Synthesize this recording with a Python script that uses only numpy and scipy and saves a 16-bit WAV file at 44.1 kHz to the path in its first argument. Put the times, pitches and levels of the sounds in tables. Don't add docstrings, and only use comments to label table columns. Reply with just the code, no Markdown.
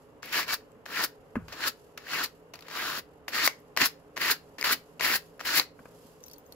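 import sys
import numpy as np
from scipy import signal
from scipy.fft import rfft, irfft, next_fast_len
from scipy.io import wavfile
from scipy.ndimage import uniform_filter1d, map_coordinates

SR = 44100
rng = np.random.default_rng(int(sys.argv[2]) if len(sys.argv) > 2 else 0)


def voltage_ratio(decibels):
    exponent = np.asarray(decibels, float) / 20
    return 10 ** exponent


def transcribe(u):
    v = np.clip(np.atleast_2d(u).T, -1, 1)
    q = np.round(v * 32767).astype(np.int16)
    wavfile.write(sys.argv[1], SR, q)


N = 288855


def unit(x):
    return x / np.sqrt(np.mean(x ** 2) + 1e-20)


def along(points, hz):
    f, v = np.transpose(points)
    return np.interp(np.log(hz + 1), np.log(f + 1), v)


def wobble(rate):
    knots = rng.standard_normal(int(N * rate / SR) + 4)
    return map_coordinates(knots, [np.arange(N) * rate / SR])


def place(track, start, sound):
    track[..., start:start + sound.shape[-1]] += sound


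def sine(hz, t, shake=0):
    return np.sin(2 * np.pi * hz * t + shake)


def filtered(x, response):
    m = next_fast_len(N + SR // 2)
    return irfft(rfft(x, m) * response(np.fft.rfftfreq(m, 1 / SR)), m)[..., :N]


def resonant(x, modes, order=1):
    def body(f):
        total = 0
        for k, (centre, width, db) in enumerate(modes):
            loss = 1j * f * width
            total = total + (-1) ** k * voltage_ratio(db / order) * loss / (centre * centre - f * f + loss)
        return total
    return filtered(x, lambda f: body(f) ** order)


def spread(pair, alike, lag):
    def mix(hz):
        turn = np.arccos(np.clip(along(alike, hz), 0, 1)) / 2
        return np.cos(turn), np.sin(turn), np.exp(-1j * np.pi * hz * lag / SR)

    def shared(hz):
        common, _, delay = mix(hz)
        return common * np.array([delay, 1 / delay])

    def opposed(hz):
        _, differing, delay = mix(hz)
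        return differing * np.array([delay, -1 / delay])
    return filtered(pair[0], shared) + filtered(pair[1], opposed)


def leaned(x, lean):
    return filtered(x, lambda hz: voltage_ratio(along(lean, hz) * np.array([[.5], [-.5]])))


def slips(rate, scatter_db, clump_db, fibre):
    chance, size = rng.random((2, N)), rng.standard_exponential((2, N))
    noise = rng.standard_normal((2, N))
    releases = (chance < rate / SR) * np.sign(noise) * voltage_ratio(np.minimum(scatter_db * size, 14))
    return voltage_ratio(clump_db * wobble(120)) * (unit(releases) + fibre * noise)


# frequency in Hz, level in dB per Hz.
RUMBLE = [(13, -87.5), (22, -13), (156, -7), (190, -19.5), (241, -5.5), (381, -14), (416, -3), (564, -7),
          (629, -11.5), (1010, -14), (2170, -27), (2370, -29), (4000, -41), (5200, -66), (8800, -120)]
# frequency in Hz, width in Hz, level in dB.
DRONE = [(166.3, 3.9, -67.5), (293, 10.1, -67), (420.2, 5.2, -66.5), (432.6, 27, -64.5), (534, 27, -68)]
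# frequency in Hz, width in Hz, level in dB.
MACHINE_HISS = [(2785, 500, 0)]
# frequency in Hz, left-right likeness from 0 to 1.
FAR = [(30, 0.81), (120, 0.86), (600, 0.83), (1500, 0.12), (4000, 0.0392)]


def hum():
    rumble = unit(filtered(rng.standard_normal((2, N)), lambda hz: voltage_ratio(along(RUMBLE, hz))))
    lines = sum(voltage_ratio(db) * unit(resonant(rng.standard_normal((2, N)), [(hz, width, 0)]))
                for hz, width, db in DRONE)
    hiss = voltage_ratio([[-76], [-86]]) * unit(resonant(rng.standard_normal((2, N)), MACHINE_HISS, order=2))
    rumble_db = -57 + 0.56 * wobble(6.0)
    return spread(voltage_ratio(rumble_db) * rumble + lines, FAR, lag=5.5) + hiss


# frequency in Hz, t60 in seconds.
WALLS = [(200, 0.15), (2000, 0.23), (6000, 0.2), (14000, 0.16)]


def room(x):
    out, step = np.zeros((2, N + 2 * SR)), 16384
    for k in range(0, N, step):
        hz, t, z = signal.stft(rng.standard_normal((2, SR // 2)), SR, nperseg=256)
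        fade = voltage_ratio(-60 * t / along(WALLS, hz)[:, None])
        tail = signal.istft(z * fade, SR, nperseg=256)[1]
        wet = signal.fftconvolve(x[None, k:k + step], tail / np.linalg.norm(tail[0]), axes=1)
        place(out, k + 300, wet)
    return out[:, :N]


# frequency in Hz, level in dB per Hz.
FUR = [(1940, -31.5), (3300, -6), (3770, -7.5), (4940, -2.5), (5790, -7.5), (7010, -3.5), (9190, -15),
       (11500, -6), (16000, -23)]
# moment in seconds, peak in dB, fading in dB per second.
SWINGS = [(0, -74, 45), (.65, -79, 22), (1.15, -81, 14), (1.45, -75, 29), (1.801, -73, 60),
          (2.35, -74.5, 65), (3.1, -77.5, 30), (3.58, -73, 54), (4.0, -76.5, 22), (4.448, -74.5, 28),
          (4.88, -71, 96), (5.25, -67, 78), (5.83, -71.5, 65), (5.93, -76, 39), (6.04, -68, 89),
          (6.125, -73.5, 500), (6.25, -77, 70), (6.335, -70, 300), (6.55, -69.5, 55)]


def rustle():
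    swell_db_per_s, still_db = 90.5, -91.5
    t = np.arange(0, N, 64) / SR
    level = voltage_ratio(still_db)
    for s, db, fading_db in SWINGS:
        level = level + voltage_ratio(db - np.maximum(swell_db_per_s * (s - t), fading_db * (t - s)))
    drag = slips(4000, 3.6, 1.9, fibre=2.4)
    whisper = filtered(drag, lambda hz: voltage_ratio(along(FUR, hz)))
    return np.repeat(level, 64)[:N] * unit(whisper)


# moment in seconds, tap peak in dB, boom share in dB.
KNOCKS = [
    (0.61, -47.5, -7),
    (0.756, -53, 22),
    (1.357, -17, 14),
    (5.792, -36.5, 5),
    (5.8566, -34.5, -11),
    (6.039, -53.5, 22.5),
]
# frequency in Hz, level in dB, t60 in seconds.
TUB = [(228.6, 16, 0.039), (188, -17.5, 0.3), (105, -15.5, 0.22), (402, 11, 0.019)]
# frequency in Hz, width in Hz, level in dB.
RIM = [(1140, 350, 2), (1730, 380, -4), (594, 225, 1.5), (2450, 700, -9)]
# frequency in Hz, width in Hz, level in dB.
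SWAY = [(44.5, 48, -3.5), (101.8, 107, -4)]


def tub():
    push_s, push_db = 0.00018, 0.5
    tap, boom, shudder = np.zeros((3, N + SR))
    t = np.arange(SR // 2) / SR
    sag = .85 * t + 0.26 * 0.026 * (1 - np.exp(-t / 0.027))
    wall = sum(voltage_ratio(db - 60 * t / t60) * sine(hz, sag) for hz, db, t60 in TUB)
    wall *= 1 - np.exp(-(t / 0.009) ** 2)
    for s, db, boom_db in KNOCKS:
        start = round(s * SR) - 80
        tap_level = voltage_ratio(db - 1.0 - 60 * t / 0.038) + voltage_ratio(db - 17.5 - 60 * t / 0.28)
        place(tap, start, tap_level * rng.standard_normal(len(t)))
        place(boom, start, -voltage_ratio(db + push_db) * np.exp(-((t - .0024) / push_s) ** 2))
        place(boom, round((s + .006) * SR), -voltage_ratio(db + boom_db - 17.0) * wall)
        place(shudder, round((s + .01) * SR), voltage_ratio(db + boom_db - 40.5 - 60 * t / 0.58))
    shaking = shudder[:N] * unit(resonant(rng.standard_normal(N), SWAY, order=2))
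    body = boom[:N] + shaking
    left = resonant(tap[:N], RIM) + body
    right = .5 * resonant(np.roll(tap[:N], 90), RIM) + .6 * np.roll(body, 60)
    return np.array([left, right])


# moment in seconds, click in dB, low ring in Hz,
# low ring share in dB, high ring share in dB.
PINGS = [(6.194, -65, 6330, -18, -8), (6.2053, -50, 6330, -36, -16), (6.231, -50, 6300, -3, -9),
         (6.238, -38.5, 6120, 2, -14), (6.2622, -48, 3900, -6, 5), (6.266, -50, 5950, 4, -12),
         (6.2821, -38, 5440, -12, -5), (6.2985, -47, 4480, 1, -16), (6.313, -37, 5600, -12, -17),
         (6.318, -48, 5100, 1.5, -14), (6.3335, -38.5, 5900, -3, -4), (6.339, -46, 4500, 1.5, -14),
         (6.3614, -55, 4330, 4, -15), (6.3819, -46, 6500, -10, 2), (6.3954, -63, 6100, -8, -14),
         (6.408, -73, 5190, 2, -15), (6.4632, -62, 6330, 10, 6), (6.523, -32.5, 4400, -8, -33)]


def pings():
    free_t60_s, damping = .08, .5
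    out, clicks = np.zeros((2, 2, N + SR))
    t = np.arange(SR // 4) / SR
    for s, db, low_hz, low_db, high_db in PINGS:
        start = round(s * SR)
        t60 = free_t60_s * voltage_ratio(-damping * (db + 51))
        shake = np.cumsum(rng.standard_normal((2, len(t))), axis=1)
        flutter_db = 3.5 * sine(95, t, .04 * shake[0])
        ring = voltage_ratio(low_db - 60 * t / 0.034) * sine(low_hz, t, 0.11 * shake[0])
        ring += voltage_ratio(high_db - 60 * t / t60 + flutter_db) * sine(14600, t, .015 * shake[1])
        ring += voltage_ratio(-16 - 60 * t / .025) * sine(12100, t, 0.13 * shake[1])
        place(out, start, voltage_ratio(db) * ring * [[1], [.6]])
        place(clicks, start, voltage_ratio(db + 2.0 - 60 * t / 0.011) * rng.standard_normal((2, len(t))))
    # Hz, dB, t60 in seconds
    for hz, db, t60 in [(9200, -64, .2), (12800, -60, .2), (6100, -58, .08)]:
        place(out[0], round(6.523 * SR), voltage_ratio(db - 60 * t / t60) * sine(hz, t))
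    wires = [(4640, 4200, -1.5), (6860, 2600, 4), (11700, 3800, -2.0), (15000, 2500, -10)]
    return out[:, :N] + resonant(clicks[:, :N], wires, order=2)


# moment in seconds, peak in dB, plucked plate mode in Hz.
PLUCKS = [(0.2313, -28.0, 1681), (0.344, -19.0, 1940.0), (0.431, -21.0, 2150.0), (0.507, -18.5, 1510.0),
          (0.5349, -14.5, 1660.0), (0.7181, -49, 7600.0), (0.8622, -26.0, 1660.0), (0.9727, -21, 1590.0),
          (1.0394, -15, 4930.0), (1.4839, -37.5, 1530.0), (1.522, -32, 1830.0), (1.6066, -24, 1680.0),
          (1.976, -30.0, 1700.0), (2.0412, -41.0, 1490.0), (2.0689, -34, 1660.0), (2.1196, -24, 1720.0),
          (2.133, -21, 1830.0), (2.2123, -18.0, 1610.0), (2.2596, -23, 4240.0), (2.5564, -35, 4540.0),
          (2.59, -39.0, 2000.0), (2.6081, -40, 4480.0), (2.6252, -38.0, 3770.0), (2.6517, -43, 1290.0),
          (2.6839, -34.0, 1920.0), (2.7018, -33.0, 1770.0), (2.712, -31, 1870.0), (2.7535, -27, 1700),
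          (2.9011, -22, 1700.0), (3.2822, -22.5, 1780), (3.2897, -31.5, 11700), (3.3337, -22.0, 1810.0),
          (3.3798, -17.0, 1964), (3.3927, -19.0, 1895), (3.4761, -3, 2130.0), (3.765, -20, 2480),
          (3.7741, -11, 1870.0), (3.7873, -22.0, 1830.0), (3.8163, -12.0, 2690.0), (3.8582, -11.0, 5120.0),
          (4.168, -23, 1850.0), (4.1762, -18.5, 1920.0), (4.217, -20.0, 2430.0), (4.583, -37, 2580.0),
          (4.5856, -29, 1830.0), (4.6123, -18.5, 4800.0), (4.6208, -23.0, 2280.0), (4.6272, -12.5, 2150.0),
          (4.7057, -18.0, 1660.0), (4.7106, -16.0, 1460.0), (4.9954, -27.0, 2710.0),
          (5.0023, -24.5, 1290.0), (5.0096, -14.0, 1980), (5.048, -13, 1960.0), (5.087, -19, 1700.0),
          (5.3943, -32, 1680.0), (5.4054, -26, 1770.0), (5.4107, -26.5, 1270.0), (5.4513, -22.5, 1830.0),
          (5.5975, -7, 4180)]


def snaps():
    t60_s, rise_s, click_db = 0.0061, 0.00032, 9
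    click_grows = .2
    blows, rings = np.zeros((2, 2, N))
    t = np.arange(900) / SR
    for s, db, mode_hz in PLUCKS:
        start = round(s * SR)
        blows[:, start] = voltage_ratio(db + click_db + click_grows * (db + 20.5)) * np.array([1, .5])
        ring = voltage_ratio(db + 4.5 - 60 * t / t60_s) * (1 - np.exp(-t / rise_s)) * sine(mode_hz, t)
        place(rings, start, ring * [[1], [.4]])
    upper = [(2900, 1500, -3.5), (4830, 1500, 1), (7000, 2000, -3), (11900, 3300, -11.5)]
    return rings + resonant(blows, upper)


# moment in seconds, peak in dB, decay t60 in seconds.
TOUCHES = [(0.223, -39, 0.05), (0.228, -24.5, 0.017), (0.856, -29, 0.017), (0.861, -26.5, 0.016),
           (1.481, -33, 0.034), (1.523, -31, 0.11), (1.975, -21.5, .022), (2.536, -27, 0.032),
           (3.28, -19.5, 0.03), (3.765, -13.5, 0.01), (3.773, -3, 0.011), (4.161, -31, 0.036),
           (4.167, -22, 0.028), (4.176, -16, 0.011), (4.583, -24.5, 0.018), (4.996, -21.5, 0.028),
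           (5.008, -12, 0.014), (5.394, -33, 0.032), (5.402, -26, 0.019), (5.41, -19.5, 0.0085)]
# moment in seconds, peak in dB, wire share in dB.
CATCHES = [(0.256, -36, -2), (0.48, -21, -13), (.506, -21, -23), (.533, -24, -18), (.717, -51, -12),
           (1.5, -48, -11), (1.605, -26, -28), (2.069, -33, -26), (2.26, -28, -10), (2.493, -66, -4),
           (2.555, -31, -15), (2.59, -31, -23), (2.607, -40.5, -6), (2.623, -29, -25), (2.668, -35, -20),
           (2.683, -24.5, -22), (2.701, -28, -29), (2.711, -24, -28), (2.734, -33, -22), (3.29, -25, -8.5),
           (3.475, -3, -19), (3.591, -55.5, -1), (3.601, -53, -2), (3.858, -10, -8.5), (4.595, -31, -20),
           (4.611, -19.5, -12), (4.81, -62, -2), (4.935, -61, -4), (5.044, -21, -24), (5.305, -55, -11),
           (5.378, -56, -4), (5.596, -4.5, -26)]
# frequency in Hz, width in Hz, level in dB.
PLATE = [(1218, 1240, 0.5), (1603, 744, 5.5), (1855, 492, 4.5), (2775, 965, 0), (637, 177, 1.5)]
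# frequency in Hz, width in Hz, level in dB.
UPPER = [(4320, 1430, -2.5), (6003, 1790, -0.5), (6903, 1666, -3)]
# frequency in Hz, width in Hz, level in dB.
WIRES = [(8230, 9000, -9.5), (11730, 2330, 11), (13700, 2600, 5.5), (15830, 1450, 3.5)]


def ticks():
    low, high = np.zeros((2, 2, N + SR))
    t = np.arange(4000) / SR
    contacts = [(s, db, -23, t60) for s, db, t60 in TOUCHES]
    contacts += [(s, db - 1, wire_db, 0.014) for s, db, wire_db in CATCHES]
    for s, db, wire_db, t60 in contacts:
        fall = voltage_ratio(-60 * t / max(t60, .004)) + 0.074 * voltage_ratio(-60 * t / 0.11)
        fall *= 1 - np.exp(-t / 0.0016)
        crush = unit(rng.standard_normal((2, len(t))) * fall) * np.sqrt(np.mean(fall ** 2))
        crush[:, 8] += voltage_ratio(4.5) * (0.013 / max(t60, .008)) ** 1.2 * np.array([1, .4])
        place(low, round(s * SR), voltage_ratio(db) * crush)
        place(high, round(s * SR), voltage_ratio(db + wire_db) * crush)
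    return voltage_ratio(1.5) * resonant(low[:, :N], PLATE + UPPER) + voltage_ratio(3.0) * resonant(high[:, :N], WIRES)


# landing in seconds, drag in dB,
# grip in seconds, drag at the grip in dB.
RESTS = [(0.235, -47, 0.316, -45.5), (0.454, -53, 0.473, -45), (.868, -50.5, 0.91, -42),
         (1.488, -53.5, 1.582, -45.5), (1.985, -54, 2.035, -57), (2.549, -52, 2.59, -65.5),
         (3.295, -48, 3.316, -48), (3.78, -36, 3.794, -32.5), (4.182, -34, 4.187, -47.5),
         (4.589, -42, 4.64, -50), (5.013, -43, 4.97, -44), (5.414, -51.5, 5.445, -47)]
# teeth fully in, in seconds, scratch in dB, let-go in seconds, scratch in dB,
# flick of the wrist from 0 to 1.
PULLS = [(0.333, -31.5, 0.4, -28, 0.15), (.495, -32.5, 0.543, -31, 0.88), (.995, -30, 1.046, -30.5, 1.0),
         (1.632, -33, 1.682, -28.5, 0.99), (2.137, -31.5, 2.244, -32.5, 1),
         (2.765, -34.5, 2.994, -36.5, 0.63), (3.348, -30.5, 3.463, -27, 0.95),
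         (3.818, -21, 3.862, -29.5, 1.01), (4.218, -28, 4.315, -24.5, 0.87),
         (4.63, -26, 4.731, -25.5, 0.83), (5.047, -26, 5.161, -29, 0.88),
         (5.457, -30.5, 5.586, -24.5, 0.81)]
# loudest plate region on entering in Hz, easing in mid-pull in dB,
# flare length in seconds, parting in dB per second.
FINISHES = [(2050, -2.5, 0.028, 310), (1800, .5, 0.031, 1000), (1680, -1, .035, 950),
            (1700, -0.5, 0.027, 893), (1750, -0.5, .022, 750), (1700, -2.5, 0.07, 1300),
            (1850, 1, 0.035, 750), (1910, 0.5, 0.031, 801), (1854, 3.5, 0.015, 657),
            (1850, 3, 0.029, 847.5), (1860, 0.5, 0.051, 760), (1790, 2, 0.072, 473)]
# upper plate in dB,
# wires in dB, handle in dB, share of the rise made early from 0 to 1.
HOLDS = [(1.5, .4, -0.5, 0.65), (0.9, -0.7, -0.5, 0.7), (-1, -.4, 0.8, 0.5), (-0.6, -2, 0.9, 0.48),
         (-0.2, -2.2, -0.5, 0.51), (-0.8, -0.6, 1, 0.3), (0.7, .1, -0.7, 0.55), (0.5, 0.3, -6, 0.49),
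         (0, 2, 0.5, 0.46), (0.8, 1.3, 0.4, .52), (1, 3.5, 1.4, 0.36), (0.8, 1.2, -0.7, 0.55)]
RELEASE_S = .06


def controls():
    shares = [(-5.5, -5, -0.5, 7, 6.5),
              (-10.5, -10.5, -2.5, 14, 3.5),
              (-8, -17, 2, 4.5, 7.5)]
    rise_at, sag_at = 0.45, 0.47
    rest_hz, sinks, flare_hz = 1915, 0.94, 1752
    flare_dies_s = 0.023
    t, out = np.arange(N) / SR, np.full((5, N), -120.)
    out[4] = rest_hz
    for rest_row, pull, finish, hold in zip(RESTS, PULLS, FINISHES, HOLDS):
        land, land_db, grip, grip_db = rest_row
        bite, bite_db, go, go_db, flick = pull
        enter_hz, sag_db, flare, parting_db = finish
        *hold_db, done = hold
        on = (t >= land) & (t < go + RELEASE_S)
        times = [land, grip, grip + rise_at * (bite - grip), bite,
                 bite + sag_at * (go - bite), go, go + RELEASE_S]
        risen_db = grip_db + done * (bite_db - grip_db)
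        eased_db = bite_db + sag_at * (go_db - bite_db) - sag_db
        parted_db = go_db - parting_db * RELEASE_S
        out[0, on] = np.interp(t[on], times,
                               [land_db, grip_db, risen_db, bite_db, eased_db, go_db, parted_db])
        stages = [grip, min(bite, go - flare - .005), go - flare, go, go + flare_dies_s]
        for k, (resting, base, *moves) in enumerate(shares):
            levels = [resting, base, *(base + flick ** 2 * np.array(moves))]
            out[k + 1, on] = np.interp(t[on], stages, levels) + hold_db[k]
        out[4, on] = np.interp(t[on], stages[1:4], [enter_hz, sinks * enter_hz, flare_hz])
    out[1:4] += [0.9 * wobble(35) for _ in range(3)]
    out[4] *= voltage_ratio(0.51 * wobble(30))
    return out


# first mode in Hz, share in dB, second mode in Hz, share in dB.
SUNG = [(2150, -15, 2850, -7), (2250, -6, 4500, -10.5), (1850, -9.5, 1300, -13), (1800, -8, 4250, -11),
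        (1635, -12, 2500, -11), (1670, -12, 3900, -12), (1187, -11.5, 4400, -11), (2690, -7.5, 255, -12),
        (1870, -13, 4800, -12), (1198, -11, 4750, -10), (1885, -16, 2870, -11), (1700, -12, 2800, -10.5)]


def singing(drive, plate_db):
    width_hz, resting_db, let_go_db = 39, -9, -7
    out = np.zeros((2, N))
    for (land, _, grip, _), (bite, _, go, *_), (one_hz, one_db, two_hz, two_db) in zip(RESTS, PULLS, SUNG):
        on = slice(round(land * SR), round((go + RELEASE_S) * SR))
        fade_db = np.interp(np.arange(N)[on] / SR, [grip, bite, go], [resting_db, 0, let_go_db])
        for hz, db in (one_hz, one_db), (two_hz, two_db):
            b, a = signal.iirpeak(hz, hz / width_hz, SR)
            ring = unit(signal.lfilter(b, a, drive[:, on]))
            out[:, on] += voltage_ratio(plate_db[on] + db + fade_db) * ring
    return out


# frequency in Hz, width in Hz, level in dB.
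HANDLE = [(250.7, 195, -2.5), (454, 1100, -1), (161.3, 180, -5.5)]


def carding():
    plate_db, upper_db, wire_db, handle_db, working_hz = controls()
    drive = slips(3000, 3.04, 0.65, fibre=0.82)
    plate, power = 0, 0
    for k, mode in enumerate(PLATE):
        hz, width, db = mode
        favour = voltage_ratio(-10.5 * np.abs(np.log2(working_hz / hz)))
        plate = plate + (-1) ** k * favour * resonant(drive, [mode])
        power = power + favour ** 2 * width * voltage_ratio(2 * db)
    plate = filtered(plate / np.sqrt(power), lambda hz: 1 / (1 + (650 / (hz + 1)) ** 4))
    parts = [(UPPER, upper_db, 0.4 * drive + slips(3500, 10.7, 0.94, fibre=0.328)),
             (WIRES, wire_db, 0.43 * drive + slips(4500, 3.58, 1.2, fibre=0.23)),
             (HANDLE, handle_db, slips(600, 4.9, 0.77, fibre=0.9)),
             (SWAY, -33, rng.standard_normal((2, N)))]
    out = uniform_filter1d(voltage_ratio(plate_db), size=120) * unit(plate)
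    for modes, share_db, push in parts:
        level = uniform_filter1d(voltage_ratio(plate_db + share_db), size=120)
        out += level * unit(resonant(push, modes, order=2))
    return out + singing(drive, plate_db)


# frequency in Hz, left-right likeness from 0 to 1.
NEAR = [(50, .8), (150, 0.89), (350, 0.97), (650, 0.45), (1100, 0.79), (1700, 0.87), (2700, 0.12),
        (3600, 0.11), (15000, 0.082)]
# frequency in Hz, left over right in dB.
CARDER_LEAN = [(60, -2), (200, .8), (350, -1), (700, -0.5), (1000, 10.5), (1400, 0.5), (2050, -1),
               (2800, 4.5), (3500, 2), (5300, 2.5), (7500, 1), (11400, -2), (15300, 10)]
# frequency in Hz, left over right in dB.
FUR_LEAN = [(2000, 3.5), (2750, 27), (3600, 0), (7000, -3), (8500, -11.5), (11400, -14), (15000, -13)]


def scene():
    near = carding() + ticks() + snaps() + tub()
    loose = pings()
    echo = voltage_ratio(-18.5) * room(near[0] + 0.4 * loose[0])
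    ports = leaned(spread(near, NEAR, lag=-2.86) + echo, CARDER_LEAN)
    ports += leaned(spread(rustle(), FAR, lag=0), FUR_LEAN)
    ports += spread(loose, NEAR, lag=3.8) * voltage_ratio([[-1.5], [1.5]])
    return ports + hum() * voltage_ratio([[-.6], [.6]])


def low_pass(x):
    return signal.sosfilt(signal.butter(12, 16830, fs=SR, output="sos"), x)


def record(dry):
    held = dry / (1 + np.abs(dry / .82) ** 6) ** (1 / 6)
    top_hz = 15750 + 80
    kept = filtered(held, lambda hz: voltage_ratio(-42 / (1 + np.exp((top_hz - hz) / 40))))
    return low_pass(kept)


dry = scene()
out = record(dry)
transcribe(out)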